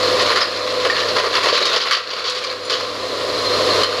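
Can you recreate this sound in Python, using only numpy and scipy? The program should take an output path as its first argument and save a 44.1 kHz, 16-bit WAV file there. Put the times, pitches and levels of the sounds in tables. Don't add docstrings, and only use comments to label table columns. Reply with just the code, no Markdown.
import sys
import numpy as np
from scipy import signal
from scipy.fft import rfft, irfft
from scipy.io import wavfile
from scipy.ndimage import uniform_filter1d

SR = 44100
rng = np.random.default_rng(int(sys.argv[2]) if len(sys.argv) > 2 else 0)


def wav_out(sig):
    wavfile.write(sys.argv[1], SR, np.round(np.clip(np.atleast_2d(sig).T, -1, 1) * 32767).astype(np.int16))


N = 176400
T = np.arange(N) / SR
CYCLE_HZ, SPEED_WANDER = 50.28, 0.0029


def amp(db):
    return 10 ** (np.asarray(db) / 20)


def unit(x):
    return x / np.sqrt(np.mean(x ** 2) + 1e-20)


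def at_hz(points, hz):
    f, value = np.transpose(points)
    return np.interp(np.log(hz + 1), np.log(f + 1), value)


def fader(points):
    return np.interp(T, *np.transpose(points))


def add(mix, s, sound):
    part = mix[max(round(s * SR), 0):][:len(sound)]
    part += sound[:len(part)]


def colour(x, eq, size=4096):
    log_gain = np.log(amp(at_hz(eq, abs(np.fft.fftfreq(size, 1 / SR)))))
    taps = np.fft.ifft(np.exp(np.conj(signal.hilbert(log_gain)))).real[:size // 2]
    return signal.oaconvolve(x, taps / np.linalg.norm(taps))[:len(x)]


def drift(hz):
    rolloff = 1 + (np.fft.rfftfreq(N, 1 / SR) / hz) ** 4
    return unit(irfft(rfft(rng.standard_normal(N)) / rolloff, N))


def diesel(phase, firing_depth=0.027, drone_hz=101):
    # f/Hz, level/dB
    roar_eq = [(25, 9), (60, 13), (130, 6.5), (300, 7), (500, 9.5), (830, 4.5), (1200, -1), (2500, -1.5),
               (4300, -1), (7000, -0.5), (11000, 1.5), (16000, 0.5)]
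    # multiple of the cycle rate, level/dB
    orders = [(3, -69.5), (5, -39.5), (6, -37.5), (9, -46.5), (11, -52), (12, -41), (14, -42), (20, -45.5),
              (24, -46.5)]
    firing = rng.standard_normal(N) * (1 + firing_depth * np.cos(2 * phase))
    roar = colour(firing, roar_eq) * amp(-16.5 + 0.3 * drift(hz=35))
    hum = sum(amp(db + 2 * drift(hz=6.2)) * np.sin(order * phase + 2 * np.pi * rng.random())
              for order, db in orders)
    drone = amp(-24.5 + drift(hz=13)) * np.sin(phase * drone_hz / CYCLE_HZ)
    return roar + np.sqrt(2) * (hum + drone)


def pump(phase, order=10):
    # t/s, level/dB
    swell = [(0, -25.5), (.45, -37), (.78, -26), (1.1, -33.5), (1.9, -30.5), (2.3, -28), (2.85, -31.5),
             (3.5, -36), (4, -33)]
    return np.sqrt(2) * amp(fader(swell) + 2.2 * drift(hz=37)) * np.sin(order * phase)


def whistle(hz, width_hz):
    r = np.exp(-np.pi * width_hz / SR)
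    noise = rng.standard_normal(N) + 1j * rng.standard_normal(N)
    waver = signal.lfilter([1], [1, -2 * r, r * r], noise)[-len(hz):]
    return unit((waver * np.exp(2j * np.pi * np.cumsum(hz) / SR)).real)


def valve(hz=4170):
    # t/s, level/dB
    swell = [(0, -35), (3.2, -39), (3.62, -32), (3.85, -43.5), (4, -43)]
    return amp(fader(swell)) * whistle(np.full(N, hz), width_hz=45)


def fragments(per_s, count=48, size=1536, spread_db=3.5, ring_t60=0.031, crunch_s=0.0016):
    strength = amp(spread_db * np.minimum(rng.exponential(1, N), 5))
    knocks = strength * rng.choice([-1, 1], N) * (rng.random(N) < per_s / SR)
    piece = rng.integers(0, count, N)
    out, t = np.zeros(N), T[:size]
    for k in range(count):
        hz = 450 * 16 ** rng.random((4, 1))
        ring = (np.sin(2 * np.pi * hz * t) * np.sqrt(hz)).sum(0) * amp(-60 * t / ring_t60)
        crunch = rng.standard_normal(size) * np.exp(-t / crunch_s)
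        grain = 0.52 * ring / np.linalg.norm(ring) + 0.45 * crunch / np.linalg.norm(crunch)
        grain[0] += .5
        out += signal.oaconvolve(knocks * (piece == k), grain)[:N]
    return unit(out)


def rubble():
    # t/s, level/dB
    pour = [(0, -22), (.18, -25), (.33, -14), (.44, -15), (.6, -20), (.78, -21.5), (1.0, -15),
            (1.13, -22.5), (1.24, -17), (1.3, -18.5), (1.42, -13), (1.55, -2), (1.7, -8.5), (1.87, -4.5),
            (2.05, -11), (2.18, -7.5), (2.3, -9), (2.42, -11), (2.58, -22.5), (2.82, -17), (3.2, -37.5),
            (3.75, -28.5), (3.9, -21)]
    # f/Hz, level/dB
    debris_eq = [(30, -3), (150, -5.5), (400, -4.5), (800, 0), (1200, 0.5), (1900, 0), (3200, 3),
                 (4500, 2.5), (7000, 1.5), (11000, 3), (16000, 4.5)]
    return colour(fragments(per_s=3200), debris_eq) * amp(fader(pour) + 2 * drift(hz=34.6))


def crashes(size=11025, rise_s=0.0018, fall_s=.011, weight_hz=600, bright_hz=3420):
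    # t/s, level/dB, hold/s, weight/dB, brightness/dB
    hits = [(.195, -13.5, 0.031, 6.5, 1.5), (.301, -7.5, 0.034, -2, -6), (0.359, -5.5, 0.024, -1, -3.5),
            (0.405, -6.5, 0.028, 1.5, -2.5), (0.849, -7.5, 0.017, 6, -7), (.899, -12, 0.0054, -2, 0),
            (.992, -18, .015, 7, 16), (1.085, -14.5, 0.005, 0, 13), (1.162, -4, 0.011, 6.5, -3.5),
            (1.183, -4.5, 0.015, 4.5, -2.5), (1.235, -11, 0.034, 7.5, -6), (1.338, -10.5, .012, -5, -4),
            (1.352, -5, 0.015, -1, -2.5), (1.374, -11, .008, -3, -20.5), (1.435, -10, 0.0097, 0, -6),
            (1.457, -2.5, .014, 8.5, -8), (1.482, -3, 0.021, 8, 2), (1.526, -5, 0.039, 12.5, 19),
            (1.612, -5, 0.0089, 14, -2), (1.653, -2, 0.018, 5, 3.5), (1.742, -4.5, .005, 3, -1),
            (1.761, 7, 0.0083, 4, 1.5), (1.801, -1.5, 0.035, -11, 4), (1.856, -2.5, 0.0043, -6, -17),
            (1.91, 7, 0.0093, -14, -4), (1.923, 7, 0.03, -12.5, 2), (1.967, 1, 0.009, 3, 2),
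            (2.103, -3.5, 0.006, -1, 11), (2.132, -1.5, 0.0035, 12, 5), (2.24, -5, 0.037, 2, 7),
            (2.278, -5, 0.031, -4, 12), (2.349, -10, 0.037, 9, 10), (2.438, -8.5, .012, -3, 4),
            (2.468, -11, 0.0072, 1, 11), (2.697, -6, 0.022, 3, 2.5), (2.719, -7, 0.033, 0.5, 4),
            (3.832, -11, 0.015, -1, -2)]
    # f/Hz, level/dB
    sheeting_eq = [(30, -14), (150, -13.5), (400, -1.5), (800, -2), (1400, 1), (2500, 3), (4200, 1.5),
                   (5600, 5), (7000, -0.5), (11000, 4), (16000, -13)]
    out, t, breakage = np.zeros(N), T[:size], fragments(per_s=5000)
    lowpass = signal.butter(4, 5000, fs=SR, output="sos")
    for s, db, hold_s, weight_db, bright_db in hits:
        envelope = np.minimum(t / rise_s, 1) * np.exp(-np.maximum(t - hold_s, 0) / fall_s)
        burst = breakage[rng.integers(N - size):][:size] * envelope
        burst[round(rise_s * SR / 2)] += 6.8
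        weight = [(weight_hz / 2, weight_db / 2), (weight_hz, weight_db), (2 * weight_hz, 0)]
        sheen = [(bright_hz / 2, 0), (bright_hz, bright_db),
                 (1.73 * bright_hz, bright_db), (3 * bright_hz, 0)]
        burst = colour(colour(burst, sheeting_eq), weight + sheen)
        body = signal.sosfilt(lowpass, burst)
        body_rms = np.sqrt(np.sum(body ** 2) / SR / (hold_s + fall_s / 2))
        add(out, s, amp(db) * burst / (2 * body_rms))
    return out


def snaps(size=2205, rise_s=0.0052, band_hz=(6100, 10600)):
    # t/s, level/dB ahead of the band-pass
    cracks = [(0.214, -8), (1.161, -10), (1.433, -6), (1.653, 4), (2.132, -13), (2.295, 5), (2.346, -3),
              (2.381, -5), (2.437, -2), (2.699, -4), (3.831, -4.5)]
    out, t = np.zeros(N), T[:size]
    bandpass = signal.butter(2, band_hz, "band", fs=SR)
    envelope = t / rise_s * np.exp(1 - t / rise_s)
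    for s, db in cracks:
        add(out, s, amp(db) * signal.lfilter(*bandpass, rng.standard_normal(size) * envelope))
    return out


def squeals():
    # t/s, length/s, start f/Hz, end f/Hz, level/dB
    drags = [(0.406, 0.03, 5500, 4900, -11.5), (.89, .19, 1847, 1760, -26.5), (1.224, .05, 1500, 1250, -31),
             (1.528, 0.22, 4045, 3590, -17)]
    out = np.zeros(N)
    for s, length, from_hz, to_hz, db in drags:
        progress = np.linspace(0, 1, int(length * SR))
        arch = np.sqrt(4 * progress * (1 - progress))
        add(out, s, amp(db) * arch * whistle(from_hz + (to_hz - from_hz) * progress, width_hz=170))
    return out


def clanks():
    # (f/Hz, level/dB, t60/s)
    strikes = [(.899, [(1824, -5, 0.052)]), (1.527, [(501, -1.5, 0.082), (580, -6.5, 0.1)]),
               (2.438, [(2350, -7.5, 0.066)]), (2.65, [(5900, -17, .1), (7060, -16, .16), (9502, -8, 0.12),
               (10800, -15, .12)]), (3.833, [(1203, -23.5, 0.22), (3068, -12.5, 0.051), (4199, -15, 0.15),
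               (4800, -14, .05), (11810, -10, .06)])]
    out, t = np.zeros(N), T[:SR // 2]
    for s, modes in strikes:
        add(out, s, sum(amp(db - 60 * t / t60) * np.sin(2 * np.pi * hz * t) for hz, db, t60 in modes))
    return out


def yard(x, size=256, build_s=.015):
    # f/Hz, t60/s
    decay = [(100, 0.43), (1000, 0.42), (4000, 0.32), (12000, 0.2)]
    hz, t, noise = signal.stft(rng.standard_normal(SR // 2), SR, nperseg=size)
    envelope = amp(-60 * t / at_hz(decay, hz)[:, None]) * np.minimum(t / build_s, 1)
    tail = signal.istft(noise * envelope, SR, nperseg=size)[1]
    return signal.fftconvolve(x, tail / np.linalg.norm(tail))[:N]


def scene():
    collapse = rubble() + crashes() + snaps() + squeals() + clanks()
    phase = 2 * np.pi * np.cumsum(CYCLE_HZ * (1 + SPEED_WANDER * drift(hz=5.25))) / SR
    machine = diesel(phase) + pump(phase) + valve()
    return np.tile(machine + collapse + amp(-10) * yard(collapse), (2, 1))


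def record(dry, limit_db=-14, detect_s=0.013, recover_db_per_s=13, start_duck_db=4, top_hz=15720):
    # f/Hz, level/dB
    mic_eq = [(30, -28), (100, -22), (200, -14), (300, -9), (400, -2.5), (500, 1), (600, -0.5), (700, -6.5),
              (830, -11), (930, -6), (1050, 4.5), (1220, 2.5), (1500, -4.5), (1900, -3), (2500, -6.5),
              (3300, -3), (4300, 0.5), (4900, -3.5), (5600, -11), (6300, -15.5), (7000, -16.5), (7700, -22),
              (9000, -28), (11000, -27), (13000, -37.5), (15500, -47)]
    x = colour(dry.mean(0), mic_eq)
    level_db = 10 * np.log10(abs(uniform_filter1d(x ** 2, int(detect_s * SR))) + 1e-12)
    recovery_db = recover_db_per_s * T
    held_db = np.maximum.accumulate(np.maximum(level_db - limit_db + recovery_db, start_duck_db))
    duck_db = np.maximum(held_db - recovery_db, 0)
    x = x * amp(-uniform_filter1d(duck_db, size=64))
    high_cut = signal.firwin(511, top_hz, window=("kaiser", 9), fs=SR)
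    return np.tile(signal.oaconvolve(x, high_cut, "same"), (2, 1))


dry = scene()
out = record(dry)
wav_out(out)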